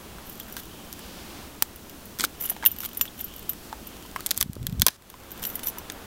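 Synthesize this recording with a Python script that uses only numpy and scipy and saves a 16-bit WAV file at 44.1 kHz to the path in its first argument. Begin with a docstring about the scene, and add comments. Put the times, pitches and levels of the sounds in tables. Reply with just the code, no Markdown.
"""A dog chews a stick close by, in the hush of a snowy yard. First its jaws clop wetly and a toss of
the head sets the metal collar tags clinking and chattering. Wood snaps between its teeth, hard and
with a hollow knock at 1.6 s, and from 2.4 s the tags jangle at their loudest. After 4 s the stick
splinters in a run of cracks, soft thuds bump the microphone and the hush dips briefly.
One more jangle ends the scene."""
import sys
import numpy as np
from scipy import signal
from scipy.fft import rfft, irfft, next_fast_len
from scipy.io import wavfile
from scipy.ndimage import map_coordinates

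SR = 44100
rng = np.random.default_rng(int(sys.argv[2]) if len(sys.argv) > 2 else 0)


def transcribe(u):
    """Save the signal u as a 16-bit wav file named by the first command-line argument.

    u: samples, shape (n,) or (channels, n), limited to [-1, 1]; the rate is SR.
    q: integer samples, one column per channel.
    """
    v = np.clip(np.atleast_2d(u).T, -1, 1)
    q = np.round(v * 32767).astype(np.int16)
    wavfile.write(sys.argv[1], SR, q)


N = 267230

# colours of the three bands of outdoor hush: freq_hz, gain_db
HUSH_LOW = [(15, -1.5), (35, -4.5), (62, 3), (95, -2), (125, -7), (190, -1), (330, -3.5), (450, -11.5),
            (900, -47)]
HUSH_MIDDLE = [(200, -16), (420, 1), (800, -0.5), (1400, -3.5), (2200, -9), (3500, -10.5), (8000, -41)]
HUSH_HISS = [(1000, -34.5), (2500, 2), (3500, 1.5), (6000, 1.5), (9000, -1), (15500, 1.5)]
# fader rides for the hush, drawn to dip after the hardest cracks, and its middle band: time_s, gain_db
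HUSH_RIDE = [(0, 0), (1.45, 1), (1.65, -2), (2.05, 0), (2.65, -0.5), (3.6, .5), (4.29, 0), (4.45, -8.5),
             (4.8, -5), (4.96, -13.5), (5.1, -6.5), (5.4, 0.5), (6.06, -0.5)]
MIDDLE_RIDE = [(0, 1.5), (.8, -0.5), (1.3, 1.5), (2.2, -1), (2.42, 1), (2.7, -1.5), (4.9, 0.5), (5.4, 3.5),
               (6.06, 4)]
# a thin hiss near 3 kHz comes and goes: start_s, end_s, level_db
THIN_HISS = [(.55, 1.4, -58), (2.328, 2.806, -55.5), (3.2, 3.55, -56), (3.81, 4.25, -58)]
# wet jaw clops, plus hollow knocks under stick cracks and one thud: start_s, level_db, pitch_hz, t60_s
CLOPS_AND_KNOCKS = [(.184, -34, 1430, .018), (.568, -30.5, 1530, .025), (1.6245, -23, 854, 0.021),
                    (2.24, -13, 1490, 0.011), (2.516, -29.5, 680, 0.027), (2.565, -29.5, 835, 0.02),
                    (2.6262, -28.5, 1590, 0.05), (2.634, -27, 897, 0.046), (2.642, -21, 2000, 0.011),
                    (2.834, -26.5, 1410, .011), (3.7276, -23.5, 860, 0.032), (4.051, -38, 970, 0.049),
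                    (4.1612, -17.5, 1037, 0.025), (4.193, -33.5, 1233, 0.04), (4.413, -25.5, 1090, 0.014),
                    (4.565, -36.5, 570, 0.025), (4.866, -15, 1003, 0.029), (5.141, -36, 995, 0.035),
                    (5.773, -34.5, 943, 0.085)]
# plate modes of the tags: pitch_hz, level_db, t60_s
TAG_MODES = [(5610, -9, 0.054), (5910, -2, 0.072), (7200, -5, 0.071), (9810, -18.5, 0.074),
             (10580, -4, 0.046), (11180, -16.5, 0.11), (11660, -10, 0.028), (12080, -7, 0.14),
             (11700, -2.5, 0.032), (12400, -3, 0.023), (13300, -8.5, 0.04), (13800, -14, .02),
             (13200, 5, .025), (14040, -4, 0.019), (14250, -10, 0.061), (14800, -16, .02),
             (15500, -10, 0.02)]
# colour of metal clicking on metal: freq_hz, gain_db
CLICK_COLOUR = [(500, -20), (1300, 3), (2500, 0.5), (3020, 10), (3230, 4), (3450, 6), (4200, -1.5),
                (7000, 1), (9000, -2), (12000, -7.5), (16000, -4)]
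# the tags slide over each other: start_s, end_s, level_db, click_vs_ring_db
TAG_SLIDES = [(0.25, 0.353, -50.5, -13), (0.572, .61, -44, -7), (2.397, 2.47, -33.5, -13),
              (2.467, 2.531, -40, 0), (2.653, 2.68, -33, -11), (2.812, 2.866, -33.5, -5),
              (3.183, 3.219, -39.5, -6.5), (5.416, 5.5, -40, -13), (5.493, 5.592, -48.5, -10),
              (5.635, 5.705, -32, -15)]
# the collar swings and the tags touch lightly: start_s, end_s, level_db
COLLAR_SWINGS = [(0.253, .7, -49.5), (2.631, 3.09, -44.5), (3.166, 3.45, -48.5), (5.299, 5.6, -48.5)]
# featured knocks of tag on tag: start_s, ring_db, click_vs_ring_db, ping_vs_ring_db, contact_s
TAG_KNOCKS = [(0.2953, -39.5, -12, -22, .003), (0.3992, -36.5, -5, -13, 0.00042),
              (0.5243, -39.5, -14, -10, 0.00072), (0.5665, -40.5, 6, -3, 0.00037),
              (1.7597, -44, -9, -28, .0006), (1.8959, -46, -0.5, -20, .0006),
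              (2.055, -44.5, -10, -28, .0006), (2.408, -29, -12, -29, .004), (2.4528, -29, -11, -26, .004),
              (2.4977, -23, -14, -23, .0006), (2.502, -27.5, -13, -27, .0006),
              (2.652, -21.5, -12, -31, 0.00073), (2.6608, -12.5, -12.5, -35, 0.00083),
              (2.6657, -14.5, -22, -37, .002), (2.7155, -29.5, -28, -23, .0006),
              (2.7854, -36, -10, -32, .0006), (2.804, -32.5, -8.5, -13, .0006),
              (2.8564, -45, -10, -14, .0006), (2.9706, -27.5, -17, -35, 0.0035),
              (3.0111, -18.5, -6, -11, 0.001), (3.0542, -44, 4, -18, .0006),
              (3.2097, -31, -24, -18, 0.00054), (3.2429, -30, -23, -22, 0.00074),
              (3.3625, -40, -18, -30, .0006), (3.3928, -42, -12, -29, .0006),
              (3.493, -24.5, -12.5, -29, 0.00055), (3.497, -29, -14, -35, .0007),
              (3.8683, -38, -10, -21, .005), (5.317, -37, -12, -27, .0006), (5.429, -42, 6, -10, .0006),
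              (5.438, -35, 1, -13, .0006), (5.451, -29, -4.5, -12, 0.00079),
              (5.4656, -28.5, -30, -28, .004), (5.5, -36, -11, -13, .0006), (5.555, -28, -13, -38, 0.00041),
              (5.593, -43, 1.5, -30, .0006), (5.6328, -37, -0.5, -19, .0006),
              (5.6705, -25.5, -13.5, -10, 0.0004), (5.6855, -32.5, -15, -14, .003),
              (5.7839, -35, -7, -11, .0006), (5.9203, -42, -6, -24, .0006)]
# the steel loop holding the tags hits its hook: start_s, level_db, pitch_hz
LOOP_KNOCKS = [(.408, -33.5, 3370), (2.449, -30.5, 3090), (2.6606, -15.5, 2976), (2.677, -38, 3270),
               (2.857, -31.5, 3350), (2.914, -42, 3230), (3.011, -34, 3220), (3.078, -30.5, 3510),
               (3.2, -36, 3500), (5.43, -34, 3140)]
# the stick gives way in a crunch: start_s, end_s, level_db
STICK_CRUNCHES = [(0.569, 0.604, -43.5), (2.193, 2.238, -38.5), (2.237, 2.249, -28), (2.626, 2.645, -47),
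                  (3.632, 3.7, -51), (3.858, 3.987, -57), (4.187, 4.436, -51.5), (4.891, 4.966, -52)]
# the loudest fibres break: start_s, snap_db, splinter_vs_snap_db, knock_vs_snap_db
STICK_CRACKS = [(0.9278, -36.5, -6.5, -25), (0.9364, -45, -8, -23), (0.9927, -43, -12, -8),
                (1.6236, -11.5, -15, -21.5), (2.192, -41, -1, -14), (2.1971, -35.5, 5, 4.5),
                (2.2075, -31, 4.5, -5), (2.2156, -34, -12, -13), (2.2396, -27, -8, -1.5),
                (2.245, -27, -7, -10), (2.2489, -25.5, -1.5, -22), (3.5334, -41, -22, -9),
                (4.2064, -38.5, -7, -6), (4.2623, -24.5, -5, -18), (4.2671, -27.5, -10, -21),
                (4.3083, -26.5, 0, -10), (4.3124, -20.5, -5.5, -11.5), (4.369, -39, -5, -17),
                (4.3763, -25, -7.5, -17.5), (4.4062, -31, -7, -17), (4.4108, -17.5, -5.5, -15.5),
                (4.4268, -22.5, -6, -13), (4.5323, -43.5, -7.5, -13), (4.668, -26, -4, -13),
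                (4.7972, -34, -3, -15), (4.8123, -42, -8, -12), (4.819, -14.5, -0.5, -10.5),
                (4.8654, -10, -4.5, -11), (4.8722, -29.5, -13, -2.5), (4.883, -21.5, -4.5, -2.5),
                (5.1008, -45, -3, -8), (5.8995, -44.5, 9, 7.5)]
# colours of breaking wood (fine fibres, snap, ringing splinter, knock in the mouth): freq_hz, gain_db
FIBRE_COLOUR = [(100, -20.5), (300, 4.5), (800, -4.5), (1650, 0.5), (2500, -6), (4000, -1), (7000, -5.5),
                (16000, -10.5)]
SNAP_COLOUR = [(3000, -25), (6000, -10.5), (7500, -3.5), (10000, -1.5), (13500, 3.5), (16000, -2.5)]
SPLINTER_COLOUR = [(1500, -29), (2600, -16.5), (3400, 3.5), (4000, 1.5), (4700, 1), (5500, 1), (6500, 1.5),
                   (8500, -1.5), (14000, -38)]
KNOCK_COLOUR = [(80, -10), (200, 1.5), (600, -6), (980, -3), (1220, -4), (1550, 2.5), (2300, -0.5),
                (3300, -3), (8000, -18)]
# the jaws bear down and small fibres give: start_s, end_s, snap_db, fibres_per_s
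JAW_BITES = [(2.186, 2.263, -39, 100), (3.919, 4.24, -51.5, 15.8), (4.282, 4.41, -46, 60),
             (4.55, 4.94, -49, 18), (5.001, 5.3, -57, 14)]
# soft bumps on the microphone: centre_s, peak_db, pitch_hz
BUMPS = [(4.462, -28.5, 168), (4.499, -23.5, 144), (4.567, -28, 260), (4.621, -25.5, 112),
         (4.691, -26, 120), (4.73, -19, 126), (4.801, -17.5, 97), (4.83, -18, 143)]
# fader ride for the rumble under the bumps: time_s, level_db
RUMBLE_RIDE = [(4.3, -72), (4.4, -38.5), (4.53, -48), (4.62, -36), (4.83, -34.5), (4.87, -61)]
# colour of the scatter off the fence: freq_hz, gain_db
FENCE_COLOUR = [(300, -6), (2500, -6.5), (9000, -9), (14000, -13)]


def amp(db):
    """Decibels to gain."""
    return np.exp(np.asarray(db) * np.log(10) / 20)


def decay(t, t60):
    """An envelope that falls 60 dB in t60 seconds."""
    return amp(-60 * t / t60)


def unit(x):
    """Scale to rms 1."""
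    return x / np.sqrt(np.mean(x ** 2) + 1e-20)


def burst(x):
    """Scale a hit to rms 1 over its first 10 ms."""
    return x / np.sqrt(np.mean(x[:SR // 100] ** 2) + 1e-20)


def add(track, s, x):
    """Mix x into the track at time s."""
    part = track[max(round(s * SR), 0):][:len(x)]
    part += x[:len(part)]


def ride(points):
    """Join (time_s, gain_db) points into a fader curve in dB."""
    return np.interp(np.arange(N) / SR, *np.transpose(points))


def swell(start, end, fade_s):
    """A gain that fades in, holds and fades out between two times."""
    t = np.arange(N) / SR
    return np.sin(np.pi / 2 * np.clip(np.minimum(t - start, end - t) / fade_s, 0, 1))


def wobble(rate):
    """A smooth random curve, rate knots a second."""
    return map_coordinates(rng.standard_normal(int(N * rate / SR) + 4), [np.arange(N) * rate / SR])


def coloured(x, points):
    """Minimum-phase EQ through the (freq_hz, gain_db) points."""
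    m = 2 * next_fast_len(len(x) // 2 + 512, real=True)
    hz, db = np.transpose(points)
    gain = amp(np.interp(np.log(np.fft.rfftfreq(m, 1 / SR) + 1), np.log(hz), db))
    cepstrum = irfft(np.log(gain))
    cepstrum[1:m // 2] *= 2
    cepstrum[m // 2 + 1:] = 0
    return irfft(rfft(x, m) * np.exp(rfft(cepstrum)), m)[:len(x)]


def noise(points):
    """Coloured noise of rms 1."""
    return unit(coloured(rng.standard_normal(N), points))


def puff(t, colour, t60, tail_db, tail_t60):
    """A coloured noise hit with a fast attack and a weaker, slower tail."""
    attack = 1 - np.exp(-(t / .00023) ** 2)
    envelope = attack * (decay(t, t60) + amp(tail_db) * decay(t, tail_t60))
    return burst(coloured(rng.standard_normal(len(t)) * envelope, colour))


def ticks(length, rate, spread_db):
    """Random impulses, about rate a second, scattered in level by spread_db."""
    impulses = (rng.random(length) < rate / SR) * rng.choice([-1, 1], length)
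    return impulses * amp(spread_db * rng.standard_normal(length))


def moments(start, end, rate):
    """Up to 40 uneven times in a span, about rate a second."""
    slots = (np.arange(40) + rng.random(40)) / rate
    return start + slots[slots < end - start]


def yard():
    """The bed: three bands of outdoor hush, a thin grainy hiss and one soft swish."""
    hush_db = ride(HUSH_RIDE)
    low = amp(-46.5 + 1.34 * hush_db) * noise(HUSH_LOW)  # the bass dips deepest
    middle = amp(-50 + hush_db + ride(MIDDLE_RIDE) + .62 * wobble(14)) * noise(HUSH_MIDDLE)
    hiss = amp(-48.5 + .94 * hush_db) * noise(HUSH_HISS)
    grain_colour = [(1800, -35), (2600, -10.5), (3050, 0), (3500, -8), (4100, -18), (7000, -50)]
    grains = unit(coloured(ticks(N, rate=1500, spread_db=4), grain_colour))
    waver = amp(2.5 * wobble(12))
    thin = sum(amp(db) * swell(start, end, fade_s=.12) for start, end, db in THIN_HISS) * waver * grains
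    swish_colour = [(400, -7), (1400, -4.5), (2300, -5), (4500, -2.5),
                    (5800, -6), (7200, -10), (15000, -16)]
    swish = amp(-49) * swell(start=.92, end=1.52, fade_s=.14) * noise(swish_colour)
    return low + middle + hiss + thin + swish


def clops_and_knocks():
    """A smack and a slightly rising ring: the opening mouth in a jaw clop, or a hollow knock."""
    out, t = np.zeros(N), np.arange(SR // 10) / SR
    attack = 1 - np.exp(-t / .00034)
    smack_colour = [(300, -19), (1200, -3.5), (4000, -15), (12000, -23)]
    for s, db, hz, t60 in CLOPS_AND_KNOCKS:
        phase = 2 * np.pi * hz * (t + 2.2 * t * t)
        hollow = (np.sin(phase) + amp(-13) * np.sin(2 * phase)) * decay(t, t60) * attack
        smack = puff(t, smack_colour, t60=.002, tail_db=-18, tail_t60=.031)
        add(out, s, amp(db) * (hollow + amp(-15.5) * smack))
    return out


def tag_ring(t):
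    """Low, middle and top modes of a contact; the spot struck and the other tag's grip vary each time."""
    hz, db, t60 = np.transpose(TAG_MODES)
    size, shift, grip, phase = rng.standard_normal((4, len(hz)))
    db, hz, t60 = db + 4.5 * size, hz * (1 + .003 * shift), t60 * np.exp(.25 * grip)
    envelopes = amp(db[:, None]) * decay(t, t60[:, None])
    modes = envelopes * np.sin(2 * np.pi * (np.outer(hz, t) + phase[:, None]))
    band = np.digitize(hz, [9000, 13700])
    return [burst(modes[band == k].sum(0)) for k in range(3)]


def tag_chatter():
    """Sliding tags touch hundreds of times a second at three spots, their ring mostly choked."""
    out, t = np.zeros(N), np.arange(SR // 8) / SR
    catching = amp(3.5 * wobble(130))  # the tags catch and let go
    choke = decay(t, .035) + amp(-12)  # a small part rings on freely
    for start, end, db, click_db in TAG_SLIDES:
        length = max(round((end - start) * SR), SR // 100)
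        pressure = (swell(start, end, fade_s=.0078) * catching)[round(start * SR):][:length]
        slide = 0
        for spot in range(3):
            low, middle, top = tag_ring(t)
            click = puff(t, CLICK_COLOUR, t60=.002, tail_db=-22, tail_t60=.02)
            ring = burst((middle + amp(-4) * top + amp(-15.5) * low) * choke)
            rubbing = pressure * ticks(SR // 4, rate=400, spread_db=3.5)[:length]
            slide = slide + signal.fftconvolve(rubbing, ring + amp(click_db) * click)
        add(out, start, amp(db) * slide / np.sqrt(np.sum(slide ** 2) / length + 1e-20))
    return out


def clink(db, click_db, ping_db, contact_s):
    """One contact clicks and rings the tags; a long rolling one softens the attack and damps the ring."""
    t = np.arange(SR // 8) / SR
    low, middle, top = tag_ring(t)
    attack = 1 - np.exp(-(t / contact_s) ** 2)
    # a hard knock throws the tags apart to ring freely; after a light one they stay pressed together
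    free_t60 = np.interp(db, [-42, -22], [.07, .4])
    rolling_t60 = .067 * .0047 / contact_s
    envelope = attack * decay(t, free_t60) * decay(t, rolling_t60)
    punch = 1 + .99 * decay(t, .0043)
    top_db = -2.5 - rng.standard_normal()
    ring = burst((middle + amp(top_db) * top) * envelope * punch)
    click = puff(t, CLICK_COLOUR, t60=.0018 + 4 * contact_s, tail_db=-11, tail_t60=.036)
    ping = burst(low * envelope)
    return amp(db) * (ring + amp(click_db) * click + amp(ping_db) * ping)


def tag_touches():
    """While the collar swings, the tags tick lightly at random: nearly as much click as ring."""
    out = np.zeros(N)
    for start, end, db in COLLAR_SWINGS:
        for s in moments(start, end, rate=26):
            touch_db = db + .5 * rng.standard_normal()
            add(out, s, clink(touch_db, click_db=-3.5, ping_db=-14, contact_s=.0011))
    return out


def tag_clinks():
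    """The tags knock together as the head moves."""
    out = np.zeros(N)
    for s, db, click_db, ping_db, contact_s in TAG_KNOCKS:
        add(out, s, clink(db, click_db, ping_db, contact_s))
    return out


def steel_loop():
    """The loop knocks on its hook: a close pair of modes, quickly damped by the collar."""
    out, t = np.zeros(N), np.arange(SR // 10) / SR
    envelope = decay(t, .029) * (1 - np.exp(-t / .0002))
    for s, db, hz in LOOP_KNOCKS:
        upper = np.sin(2 * np.pi * hz * t)
        lower = amp(.5) * np.sin(2 * np.pi * (.935 * hz * t + rng.random()))
        add(out, s, amp(db - 2) * (upper + lower) * envelope)
    return out


def crack(db, splinter_db, knock_db):
    """A break is a short snap, with a brief ring from the splinter and the mouth around it."""
    t = np.arange(SR // 16) / SR
    snap = puff(t, SNAP_COLOUR, t60=.0028, tail_db=-25, tail_t60=.022)
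    pitch_hz = 3900 * np.exp(.195 * rng.standard_normal())  # every splinter has its own length
    twang = burst(np.sin(2 * np.pi * pitch_hz * t) * decay(t, .01))
    rasp = puff(t, SPLINTER_COLOUR, t60=.0026, tail_db=-21, tail_t60=.026)
    splinter = burst(rasp + amp(-13.5) * twang)
    knock = puff(t, KNOCK_COLOUR, t60=.002, tail_db=-8, tail_t60=.021)
    return amp(db) * (snap + amp(splinter_db) * splinter + amp(knock_db) * knock)


def stick():
    """The stick cracks between the teeth, and its finest fibres crunch."""
    out = np.zeros(N)
    for s, db, splinter_db, knock_db in STICK_CRACKS:
        add(out, s, crack(db, splinter_db, knock_db))
    for start, end, db in STICK_CRUNCHES:
        length = max(round((end - start) * SR), SR // 100)
        fibres = ticks(SR // 2, rate=5000, spread_db=0)[:length]
        add(out, start, amp(db) * unit(coloured(fibres, FIBRE_COLOUR)))
    return out


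def bites():
    """Under the pressure of a bite, small fibres snap at uneven moments."""
    out = np.zeros(N)
    for start, end, db, rate in JAW_BITES:
        for s in moments(start, end, rate):
            add(out, s, crack(db, splinter_db=-2, knock_db=-6.5))
    return out


def thuds():
    """Each bump is one low push with a rebound on either side, over a brief rumble."""
    out, t = np.zeros(N), np.arange(N) / SR
    for s, db, hz in BUMPS:
        near = abs(t - s) < .03
        offset_squared = (np.pi * hz * (t[near] - s)) ** 2
        out[near] += amp(db) * (1 - 2 * offset_squared) * np.exp(-offset_squared)
    rumble = noise([(20, -6.5), (70, 7.5), (190, -1.5), (320, -13), (700, -32), (2000, -81)])
    return out + amp(ride(RUMBLE_RIDE)) * rumble


def scene():
    """Collar and mouth sit up front; snow soaks up their echo, bar a faint scatter from the fence."""
    bed = thuds() + yard()
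    t = np.arange(SR // 4) / SR
    envelope = decay(t, .17) * (1 - np.exp(-t / .007))
    fence = coloured(rng.standard_normal(len(t)) * envelope, FENCE_COLOUR)
    close = (tag_clinks() + tag_chatter() + steel_loop() + stick()
             + clops_and_knocks() + tag_touches() + bites())
    echo = signal.fftconvolve(close, fence / np.linalg.norm(fence))[:N]
    return (close + amp(-29.5) * echo + bed)[None]


def record(dry):
    """A soft clip rounds the sharpest peaks at full scale; a steep low-pass trims the very top."""
    clipped = dry / (1 + np.abs(dry) ** 6) ** (1 / 6)
    m, cutoff_hz = next_fast_len(N + SR // 2), 15900
    lowpass = 1 / (1 + (np.fft.rfftfreq(m, 1 / SR) / cutoff_hz) ** 160)
    return irfft(rfft(clipped, m) * lowpass, m)[..., :N]


dry = scene()
out = record(dry)
transcribe(out)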